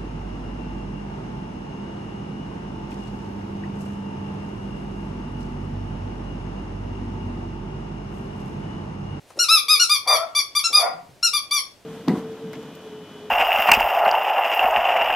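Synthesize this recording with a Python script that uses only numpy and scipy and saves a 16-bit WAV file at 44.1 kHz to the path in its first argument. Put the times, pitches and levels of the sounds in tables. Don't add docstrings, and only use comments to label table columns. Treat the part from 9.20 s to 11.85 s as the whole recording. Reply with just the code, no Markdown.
import sys
import numpy as np
from scipy import signal
from scipy.fft import rfft, irfft, next_fast_len
from scipy.io import wavfile
from scipy.ndimage import uniform_filter1d, minimum_filter1d

SR = 44100
rng = np.random.default_rng(int(sys.argv[2]) if len(sys.argv) > 2 else 0)


def pcm_store(signal):
    levels = np.round(np.clip(np.atleast_2d(signal), -1, 1) * 32767)
    wavfile.write(sys.argv[1], SR, levels.astype(np.int16).T)


N = 116865
T = np.arange(N) / SR

# frequency in Hz, relative level in dB.
HISS_SPECTRUM = [(25, -10.5), (50, -10.5), (100, -2), (150, -7.5), (300, -6), (600, -5.5), (1200, -16),
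                 (2500, -16), (5000, -19.5), (10000, -25), (15000, -31.5)]
SCUFF_SPECTRUM = [(500, -17.5), (1200, -6), (5000, -11), (10000, -12), (15000, -29)]
HIGH_CHIRP_SPECTRUM = [(1400, -26), (2800, -25), (4250, -21.5), (5650, -16), (7100, -26), (8500, -26.5),
                       (9900, -33.5), (11300, -29.5), (12800, -54), (14300, -95)]
LOW_CHIRP_SPECTRUM = [(1200, -23), (2400, -24), (3550, -22), (4000, -21.5), (4850, -15), (5300, -17),
                      (5950, -27.5), (7200, -39.5), (8300, -38.5), (9500, -31), (10650, -23.5),
                      (11800, -35), (13000, -39.5), (14300, -61)]
AIR_SPECTRUM = [(150, 5), (450, 0.5), (950, 19), (1600, -54.5), (2100, 20.5), (4800, -8), (7000, -21.5),
                (11000, 5.5), (14000, -34)]
YAP_SPECTRUM = [(80, -64), (200, -39), (380, -33.5), (520, -8), (760, -2), (900, -11), (1030, -3.5),
                (1250, -8), (1550, -26), (2200, -12.5), (3000, -44), (6000, -54), (14000, -80)]
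ROOM_SPECTRUM = [(200, -2), (1200, 4.5), (2500, 4.5), (4800, 3.5), (7500, 3.5), (11000, 6.5), (15000, 6)]
# start in seconds, length in seconds, level in dB.
SCUFFS = [(0.062, 0.091, -57), (0.102, 0.0058, -56), (0.162, .03, -51)]
# start in seconds, level in dB, centre in Hz, half-width in octaves,
# decay time constant in seconds.
THUMPS = [(.102, -41, 760, 0.61, .012), (.156, -42.5, 364, 0.45, 0.013), (0.17, -33.5, 398, 0.5, 0.028),
          (1.50, -44.5, 450, 0.8, 0.15), (1.69, -51.5, 238, 0.3, 0.035), (1.735, -46, 167, 0.096, .05),
          (1.80, -53, 151.7, .2, .06), (1.89, -45.5, 132, 0.22, .03)]
# start and length in seconds; top pitch, rise and fall in Hz; level in dB;
# accents in dB on the fundamental, the third harmonic, the fourth's swell and the treble.
HIGH_CHIRPS = [ (.189, 0.07, 1432, 65, 241, 1, 0.42, 1.5, -3, -3.5),
               (.595, 0.057, 1447, 40, 238, 2.5, -0.4, 4, -0.5, -2.5),
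               (1.438, .046, 1368, 30, 142.6, -1.5, 0.92, 2.5, 0.5, -5),
               (2.027, 0.06, 1413, 35, 200, 2, -2, -1, 0.5, -4)]
LOW_CHIRPS = [ (.284, 0.11, 1328, 150, 231.5, 3.5, 1, 3, 0.5, -2),
              (.482, 0.09, 1257, 90, 163, 1, 1, 3.5, 5.5, 1),
              (.693, 0.077, 1218, 50, 169, 0, -0.5, 1, 1.5, 1),
              (.873, 0.1, 1202, 35, 151, 0, 0.5, 0, -1, -1.5),
              (1.149, 0.064, 1184, 20, 140, -1, -1.5, 0, 2.5, -1),
              (1.350, .059, 1190, 20, 126, -2.5, 0, 1.5, -0.5, 1.5),
              (1.527, 0.091, 1225, 49, 139, -1.5, 3, 2, 11.5, 1.5),
              (2.131, 0.059, 1199, 20, 138, -2, -1, 2, -2, -0.5),
              (2.309, 0.092, 1183, 20, 161, -0.5, -2.5, 0, -7.5, -1.5)]
# start and length in seconds, first and last pitch in Hz, level and octave gain in dB.
HUM = (.42, .32, 470, 435, -53, -10)
# the noise's start, swell and length in seconds and level in dB; then the tone's
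# start and length in seconds, first and last pitch in Hz, level and octave gain in dB.
YAPS = [(0.843, 0.081, 0.1283, -25, .915, 0.1366, 633.4, 665.5, -30.5, -3.5),
        (1.520, 0.13, 0.177, -28.5, 1.600, .088, 693, 717.5, -25, -12.5)]
# left and right delay in seconds, level in dB.
REFLECTIONS = [(.0052, 0.0033, -20), (0.0132, .0148, -21), (0.0193, 0.023, -25)]
# frequency in Hz, left minus right in dB.
EAR_DIFFERENCE = [(250, 0.3), (700, 2.5), (1300, 2.5), (2500, 2.5), (5000, 3), (9000, 5.5), (12000, 0.5)]

HISS_DB, AIR_DB = -54.5, -54.5
THUMP_ATTACK_S = .0035
ARCH_TOP, ARCH_POWER = .41, 1.967
SCOOP_HZ, SCOOP_S = 110, .0032
RISE_LOSS_DB, FALL_LOSS_DB, SWELL_NARROWING, TREBLE_HZ = 6, 12, 2.5, 6850
JITTER, END_JITTER, SHIMMER_DB, RASP_DB, END_RASP_DB = .002, .009, 2.31, -28, -4
FALL_SPREAD_DB = 10
YAP_RELEASE_S, YAP_T60_S, YAP_DRY_DB, YAP_WET_DB = .017, .42, 2.5, 1
EARLY_T60_S, EARLY_DB, ROOM_GAP_S = .093, -13.5, .008
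LATE_T60_S, LATE_DB, TREBLE_T60_S, DAMPING_HZ = .31, -12.5, .22, 6600
CEILING, LIMITER_S, CUTOFF_HZ = .86, .004, 16600


def from_db(db):
    return 10 ** (np.asarray(db) / 20)


def unit_rms(x):
    return x / np.sqrt(np.mean(x ** 2) + 1e-20)


def level_at(spectrum, hz):
    frequencies, db = np.transpose(spectrum)
    return np.interp(np.log(np.maximum(hz, 1)), np.log(frequencies), db)


def coloured(x, spectrum):
    size = x.shape[-1]
    padded = next_fast_len(size)
    gain = from_db(level_at(spectrum, np.fft.rfftfreq(padded, 1 / SR)))
    return irfft(rfft(x, padded) * gain, padded)[..., :size]


def noise(spectrum):
    return unit_rms(coloured(rng.standard_normal(N), spectrum))


def wobble(rate_hz, size):
    settle = SR // 10
    white = rng.standard_normal(max(size, SR // 4) + settle)
    slow = signal.sosfilt(signal.butter(2, rate_hz, fs=SR, output="sos"), white)
    return unit_rms(slow)[settle:settle + size]


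def stereo_noise(size, side_db):
    mid, side = rng.standard_normal((2, size))
    return unit_rms(mid + from_db(side_db) * side * np.array([[1], [-1]]))


def gate(t, length, attack, release):
    opening = np.sin(np.pi / 2 * np.clip(t / attack, 0, 1))
    closing = np.sin(np.pi / 2 * np.clip((length - t) / release, 0, 1))
    return opening * closing ** 2


def hiss():
    return from_db(HISS_DB) * unit_rms(coloured(stereo_noise(N, side_db=-9), HISS_SPECTRUM))


def scuffs():
    brush = noise(SCUFF_SPECTRUM)
    return sum(from_db(db) * brush * gate(T - start, length, length / 2, length / 2)
               for start, length, db in SCUFFS)


def thumps():
    out = np.zeros(N)
    for start, db, hz, octaves, decay in THUMPS:
        band = signal.butter(2, [hz * 2 ** -octaves, hz * 2 ** octaves], "band", fs=SR, output="sos")
        rumble = unit_rms(signal.sosfilt(band, rng.standard_normal(N)))
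        t = np.maximum(T - start, 0)
        envelope = np.minimum(t / THUMP_ATTACK_S, 1) * np.exp(-t / decay)
        out += from_db(db) * rumble * envelope
    return out


def chirps(rows, spectrum):
    direct, room_feed = np.zeros((2, N))
    air = from_db(AIR_DB) * noise(AIR_SPECTRUM)
    for start, length, top_hz, rise_hz, fall_hz, db, base_db, third_db, swell_db, treble_db in rows:
        first, size = int(start * SR), int(length * SR)
        span, t = slice(first, first + size), T[:size]
        rising = np.clip(1 - t / length / ARCH_TOP, 0, 1) ** ARCH_POWER
        falling = np.clip((t / length - ARCH_TOP) / (1 - ARCH_TOP), 0, 1) ** ARCH_POWER
        pitch = top_hz - rise_hz * rising - fall_hz * falling - SCOOP_HZ * np.exp(-t / SCOOP_S)
        jitter = (JITTER + END_JITTER * falling) * wobble(rate_hz=300, size=size)
        phase = 2 * np.pi * np.cumsum(pitch * (1 + jitter)) / SR
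        near_top = np.clip(1 - SWELL_NARROWING * (rising + falling), 0, 1)
        accents_db = {1: base_db, 3: third_db, 4: swell_db * near_top}
        rasp_depth = from_db(RASP_DB) + from_db(END_RASP_DB) * falling
        tone = air[span].copy()
        for k in range(1, 13):
            accent_db = accents_db.get(k, 0) + treble_db * (k * top_hz > TREBLE_HZ)
            rasp = rasp_depth * min(k / 4, 1) * wobble(rate_hz=150, size=size)
            shimmer_db = SHIMMER_DB * wobble(rate_hz=54, size=size)
            amplitude = from_db(level_at(spectrum, k * pitch) + accent_db + shimmer_db)
            tone += amplitude * (1 + rasp) * np.sin(k * phase)
        tone *= gate(t, length, attack=.0047, release=.01)
        tone *= from_db(db - RISE_LOSS_DB * rising - FALL_LOSS_DB * falling)
        direct[span] += tone
        room_feed[span] += tone * from_db(FALL_SPREAD_DB * falling)
    return np.array([direct, room_feed])


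def hollow_tone(start, length, first_hz, last_hz, octave_db, jitter, jitter_hz):
    glide = np.interp(T, [start, start + length], [first_hz, last_hz])
    pitch = glide * (1 + jitter * wobble(jitter_hz, N))
    phase = 2 * np.pi * np.cumsum(pitch) / SR
    return np.sin(phase) + from_db(octave_db) * np.sin(2 * phase)


def hum():
    start, length, first_hz, last_hz, db, octave_db = HUM
    tone = hollow_tone(start, length, first_hz, last_hz, octave_db, jitter=.03, jitter_hz=91)
    return from_db(db) * tone * gate(T - start, length, length / 2, length / 2)


def yaps():
    barks = np.zeros(N)
    hoarse = noise(YAP_SPECTRUM)
    for start, swell, length, noise_db, onset, duration, first_hz, last_hz, tone_db, octave_db in YAPS:
        barks += from_db(noise_db) * hoarse * gate(T - start, length, swell, YAP_RELEASE_S) ** 2
        tone = hollow_tone(onset, duration, first_hz, last_hz, octave_db, jitter=.022, jitter_hz=139)
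        barks += from_db(tone_db) * tone * gate(T - onset, duration, attack=.046, release=YAP_RELEASE_S)
    echo = signal.fftconvolve(barks[None], diffuse_tail(YAP_T60_S), axes=1)[:, :N]
    return from_db(YAP_DRY_DB) * barks + from_db(YAP_WET_DB) * echo


def diffuse_tail(t60):
    t = T[:int(.75 * SR)]
    response = stereo_noise(len(t), side_db=-1) * from_db(-60 * t / t60) * (t > ROOM_GAP_S)
    return unit_rms(response) / np.sqrt(len(t))


def room(x):
    low, high = (signal.butter(4, DAMPING_HZ, kind, fs=SR, output="sos") for kind in ("low", "high"))
    late = signal.sosfilt(low, diffuse_tail(LATE_T60_S))
    late += signal.sosfilt(high, diffuse_tail(TREBLE_T60_S))
    response = from_db(LATE_DB) * late + from_db(EARLY_DB) * diffuse_tail(EARLY_T60_S)
    for left_s, right_s, db in REFLECTIONS:
        response[[0, 1], [int(left_s * SR), int(right_s * SR)]] += from_db(db)
    response = coloured(response, ROOM_SPECTRUM)[:, :SR // 2]
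    return signal.fftconvolve(x[None], response, axes=1)[:, :N]


def scene():
    voice = chirps(LOW_CHIRPS, LOW_CHIRP_SPECTRUM) + chirps(HIGH_CHIRPS, HIGH_CHIRP_SPECTRUM)
    direct, room_feed = voice + thumps() + scuffs()
    background = hiss()
    left, right = direct + room(room_feed) + yaps() + hum()
    left = coloured(left, [(hz, db / 2) for hz, db in EAR_DIFFERENCE])
    right = coloured(right, [(hz, -db / 2) for hz, db in EAR_DIFFERENCE])
    return np.array([left, right]) + background


def record(dry):
    size = int(LIMITER_S * SR)
    needed_gain = CEILING / np.maximum(np.abs(dry).max(axis=0), CEILING)
    gain = uniform_filter1d(minimum_filter1d(needed_gain, 2 * size), size)
    return signal.sosfilt(signal.cheby2(14, 70, CUTOFF_HZ, fs=SR, output="sos"), dry * gain)


dry = scene()
out = record(dry)
pcm_store(out)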